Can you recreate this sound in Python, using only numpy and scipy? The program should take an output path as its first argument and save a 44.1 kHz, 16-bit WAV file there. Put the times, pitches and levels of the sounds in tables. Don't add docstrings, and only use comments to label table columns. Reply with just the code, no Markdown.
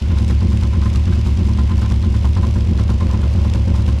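import sys
import numpy as np
from scipy import signal
from scipy.fft import rfft, irfft, next_fast_len
from scipy.io import wavfile
from scipy.ndimage import uniform_filter1d, minimum_filter1d, map_coordinates

SR = 44100
rng = np.random.default_rng(int(sys.argv[2]) if len(sys.argv) > 2 else 0)


def store_pcm(level_fs):
    pcm = np.round(np.clip(level_fs, -1, 1) * 32767).astype(np.int16)
    wavfile.write(sys.argv[1], SR, np.atleast_2d(pcm).T)


N = 176400

LOPE_STARTS = [-0.03, 0.297, 0.621, 0.948, 1.261, 1.584, 1.91, 2.243, 2.556, 2.891, 3.228, 3.546, 3.875,
               4.2]
# (boom [dB], exhaust delay [ms], chug [steps of 0.85 dB], rasp [dB], hiss [steps of 1.5 dB])
FIRINGS = [(3.3, -0.1, 4.2, 3.8, 2.9), (0.7, -3.1, 2.3, 1.0, -0.3), (-0.1, 3.4, -0.8, -0.5, 0.7),
           (-2.9, -3.8, -4.9, -4.4, -2.1), (-1.2, -7.4, -10.2, -1.4, 0.2), (-2.4, -1.9, -2.5, -1.6, 0.2),
           (4.2, -0.2, 2.9, 2.7, -1.5), (1.9, 2.5, 5.8, -0.2, -1.2), (1.0, -5.6, 2.4, -0.4, -1.9),
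           (1.8, 4.0, -1.1, 1.1, 0.5), (-3.0, -1.7, 0.8, -1.4, 1.9), (0.3, 7.2, 4.3, 3.5, 1.2),
           (-1.0, -3.4, 0.9, 1.6, 1.0), (-1.3, -5.3, -0.8, -0.5, -0.3), (-0.9, 2.3, -2.0, -2.2, -3.4),
           (-0.5, 5.1, -1.4, -0.9, 2.0)]
VALVE_TICKS = [5, -2, 1, -4, -2, 5, 0, 0, -1, 0, 3, 0, 0, 5, -4, 4]
# (time [s], relative ring level [dB], relative snarl level [dB])
HARD_FIRINGS = [(0.103, -31, -38), (0.167, -31, -37), (0.296, -29, -32), (0.412, -33, -42),
                (0.516, -33, -39), (0.62, -27, -38), (0.732, -30, -40), (0.818, -31, -37),
                (0.854, -29, -36), (0.947, -31, -36), (1.068, -36, -36), (1.12, -32, -34),
                (1.261, -29, -40), (1.395, -36, -43), (1.483, -34, -42), (1.585, -27, -35),
                (1.693, -31, -42), (1.711, -30, -39), (1.779, -31, -39), (1.814, -31, -32),
                (1.843, -27, -37), (1.91, -28, -38), (2.032, -35, -38), (2.141, -33, -37),
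                (2.244, -24, -39), (2.366, -27, -34), (2.43, -24, -35), (2.555, -29, -38),
                (2.786, -32, -34), (2.89, -25, -35), (3.004, -27, -38), (3.093, -29, -42),
                (3.134, -29, -40), (3.229, -30, -40), (3.375, -33, -45), (3.444, -32, -42),
                (3.546, -28, -42), (3.674, -31, -42), (3.742, -28, -42), (3.787, -32, -44),
                (3.876, -32, -36)]
# (frequency [Hz], relative level [dB], time to fade by 60 dB [s])
HEADER_NOTES = [(922, -7, .11), (1033, 0, .12), (1210, -14, .06), (1404, -12, .07)]

# (frequency [Hz], relative level [dB])
WHIRR_TONE = [(240, -25), (400, -7), (560, -6), (650, -10), (750, -4), (840, -8), (1020, -2), (1160, -9),
              (1600, -11), (2000, -10), (2170, -6), (2350, -10), (2570, -7), (3100, -9), (4300, -15.5),
              (5200, -15), (8000, -28), (12000, -38), (15000, -65)]
TICK_TONE = [(400, -20), (1500, -7), (2900, 1), (3600, 0), (5000, -3), (7500, -10), (12000, -22),
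             (15000, -42)]
HISS_TONE = [(800, -20), (2500, -2), (5000, -1), (7000, -5), (9000, -10), (12500, -17), (15000, -40)]
RASP_TONE = [(100, -20), (300, 0), (420, -5), (490, 1), (560, 3), (660, -7), (1030, -6), (1300, -16),
             (3000, -26), (9000, -50)]
BARK_TONE = [(200, -28), (500, -10), (680, -12), (780, -7), (850, -9), (920, -3), (970, -7), (1035, 5),
             (1110, -7), (1400, -16), (2500, -26), (8000, -50)]
SNARL_TONE = [(600, -35), (1050, -12), (1220, 0), (1400, 0), (1650, -3), (2000, -9), (4000, -13),
              (8000, -25), (13000, -40)]
CHUG_TONE = [(70, -35), (130, -12), (175, -2), (198, -3), (217, 1), (238, -5), (262, -15), (295, -11),
             (325, -14), (365, -11), (420, -29), (490, -27), (560, -26), (650, -40), (1000, -70),
             (2500, -120)]
BOOM_TONE = [(12, -40), (22, -17), (32, -11), (42, -23), (55, -11.5), (70, 0), (85, -5), (108, -5),
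             (132, -23), (180, -29), (250, -48), (500, -85), (1500, -120)]

# (time [s], level [dB])
WHIRR_LEVEL = [(0, -42), (1.3, -41.5), (2.1, -43), (2.8, -43.5), (3.3, -42), (4, -43)]
RASP_LEVEL = [(0, -41), (1.2, -43.5), (2.2, -41.5), (3.1, -37), (4, -38.5)]
CHUG_LEVEL = [(0, -24.7), (1.7, -25), (2.6, -25.5), (4, -26.2)]

# (frequency [Hz], likeness [0 to 1])
EAR_LIKENESS = [(200, .97), (600, .97), (1200, .94), (2500, .86), (5000, .85), (9000, .74)]
# (frequency [Hz], level difference [dB])
LEFT_OVER_RIGHT = [(120, 0), (350, -.8), (1200, -1.2), (2600, -1.9), (5500, 0), (10000, 1.2)]

JITTER_S = .0004
TIME_S = np.arange(N) / SR


def amp(db):
    return 10 ** (np.asarray(db) / 20)


def unit(x):
    return x / np.sqrt(np.mean(x ** 2) + 1e-20)


def along(points, hz):
    freqs, values = np.transpose(points)
    return np.interp(np.log(hz + 1), np.log(freqs + 1), values)


def filtered(x, response):
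    size = 2 * next_fast_len(N // 2 + SR // 4)
    return irfft(rfft(x, size) * response(np.fft.rfftfreq(size, 1 / SR)), size)[..., :N]


def ringing(tone, hz):
    cepstrum = irfft(np.log(amp(along(tone, hz))))
    half = len(cepstrum) // 2
    cepstrum[1:half] *= 2
    cepstrum[half + 1:] = 0
    return np.exp(rfft(cepstrum))


def noise(tone):
    def response(hz):
        width = np.arccos(np.clip(along(EAR_LIKENESS, hz), -1, 1)) / 2
        return amp(along(tone, hz)) * [np.cos(width), np.sin(width)]
    mid, side = filtered(rng.standard_normal((2, N)), response)
    return unit(np.array([mid + side, mid - side]))


def wobble(rate_hz):
    points = rng.standard_normal(int(N * rate_hz / SR) + 4)
    return map_coordinates(points, [TIME_S * rate_hz])


def pulses(times, sizes):
    inside = (times >= 0) & (times < (N - 1) / SR)
    return np.bincount((times[inside] * SR).astype(int), sizes[inside], N)


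def puffs(times, db, attack_s, hold_s, decay_s):
    t = np.arange(SR // 4) / SR
    shape = np.minimum(t / attack_s, 1) * np.exp(-np.maximum(t - attack_s - hold_s, 0) / decay_s)
    power = signal.fftconvolve(pulses(times, amp(db) ** 2), shape ** 2)[:N]
    return np.sqrt(np.abs(power))


def firing_times():
    count = np.arange((len(LOPE_STARTS) - 1) * len(FIRINGS))
    times = np.interp(count / len(FIRINGS), np.arange(len(LOPE_STARTS)), LOPE_STARTS)
    return times, count % len(FIRINGS)


def yard_echo(x, level_db=-21, fade_s=.2, delay_s=.008):
    t = np.arange(SR // 3) / SR
    tail = rng.standard_normal((2, len(t))) * amp(-60 * t / fade_s) * (t > delay_s)
    return amp(level_db) * signal.fftconvolve(x, tail / np.linalg.norm(tail[0]), axes=1)[:, :N]


def belts_and_fan():
    level_db = np.interp(TIME_S, *np.transpose(WHIRR_LEVEL))
    return amp(level_db + .6 * wobble(35)) * noise(WHIRR_TONE)


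def valve_ticks(times, db, level_db=-47.5, scatter_db=2.6, delay_s=.0105):
    size, slip = rng.standard_normal((len(times), 2)).T
    tick_times = times + delay_s + .0012 * slip
    loudness = puffs(tick_times, db + scatter_db * size, attack_s=.0005, hold_s=.001, decay_s=.0028)
    return amp(level_db) * unit(loudness) * noise(TICK_TONE)


def air_hiss(times, steps, level_db=-49.5, scatter_db=1.8):
    spit_db = 1.5 * steps + scatter_db * rng.standard_normal(len(times))
    loudness = puffs(times, spit_db, attack_s=.002, hold_s=.008, decay_s=.014)
    grit = amp(2.5 * wobble(420))
    return amp(level_db) * unit(loudness * grit) * noise(HISS_TONE)


def gas_rasp(times, db):
    level_db = np.interp(TIME_S, *np.transpose(RASP_LEVEL))
    loudness = puffs(times, db, attack_s=.003, hold_s=.005, decay_s=.014)
    return amp(level_db) * unit(loudness) * noise(RASP_TONE)


def header_ring(gain_db=-3.5, attack_s=.003):
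    t = np.arange(SR // 6) / SR
    rise = 1 - np.exp(-t / attack_s)
    out = np.zeros(N + SR)
    for start_s, strike_db, _ in HARD_FIRINGS:
        for hz, note_db, fade_s in HEADER_NOTES:
            size, detune, phase = rng.standard_normal(3)
            loudness = amp(strike_db + note_db + 2 * size - 60 * t / fade_s)
            note = np.sin(2 * np.pi * (hz * (1 + .008 * detune) * t + phase))
            out[round(start_s * SR):][:len(t)] += rise * loudness * note
    return amp(gain_db) * out[:N]


def barks(ring_gain_db=-8, snarl_gain_db=-3, attack_s=.005):
    times, ring_db, snarl_db = np.transpose(HARD_FIRINGS)
    swell = lambda db: puffs(times - attack_s / 2, db, attack_s, hold_s=.009, decay_s=.016)
    flutter = amp(1.2 * wobble(220))
    ring = swell(ring_db + ring_gain_db) * noise(BARK_TONE)
    snarl = swell(snarl_db + snarl_gain_db) * noise(SNARL_TONE)
    return flutter * (ring + snarl)


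def exhaust_chug(times, steps, scatter_db=2, delay_s=.001, smear_s=.016):
    def pipe(hz):
        late_s = smear_s * np.sin(np.pi * hz / 215) ** 2
        return ringing(CHUG_TONE, hz) * np.exp(-2j * np.pi * np.cumsum(late_s) * hz[1])
    size, slip = rng.standard_normal((len(times), 2)).T
    pressure = pulses(times + delay_s + JITTER_S * slip, amp(.85 * steps + scatter_db * size))
    level_db = np.interp(TIME_S, *np.transpose(CHUG_LEVEL))
    return amp(level_db) * unit(filtered(pressure, pipe))


def exhaust_boom(times, db, level_db=-13.8, scatter_db=.9):
    size, slip = rng.standard_normal((len(times), 2)).T
    pressure = pulses(times + JITTER_S * slip, amp(db + scatter_db * size))
    return amp(level_db) * unit(filtered(pressure, lambda hz: ringing(BOOM_TONE, hz)))


def scene():
    times, place = firing_times()
    boom_db, delay_ms, chug_steps, rasp_db, hiss_steps = np.array(FIRINGS)[place].T
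    tick_db = np.array(VALVE_TICKS)[place]
    exhaust_times = times + delay_ms / 1000
    bay = gas_rasp(times, rasp_db) + barks() + header_ring() + air_hiss(times, hiss_steps)
    bay = bay + valve_ticks(times, tick_db) + belts_and_fan()
    above_bass = bay + exhaust_chug(exhaust_times, chug_steps)
    mix = exhaust_boom(exhaust_times, boom_db) + above_bass + yard_echo(above_bass)
    ear_share = np.array([[.5], [-.5]])
    return filtered(mix, lambda hz: amp(along(LEFT_OVER_RIGHT, hz) * ear_share))


def record(dry, ceiling_db=-5.6, top_hz=15100):
    needed_gain = np.minimum(1, amp(ceiling_db) / (np.abs(dry).max(0) + 1e-9))
    gain = uniform_filter1d(minimum_filter1d(needed_gain, size=700), size=700)
    return filtered(dry * gain, lambda hz: hz < top_hz)


dry = scene()
out = record(dry)
store_pcm(out)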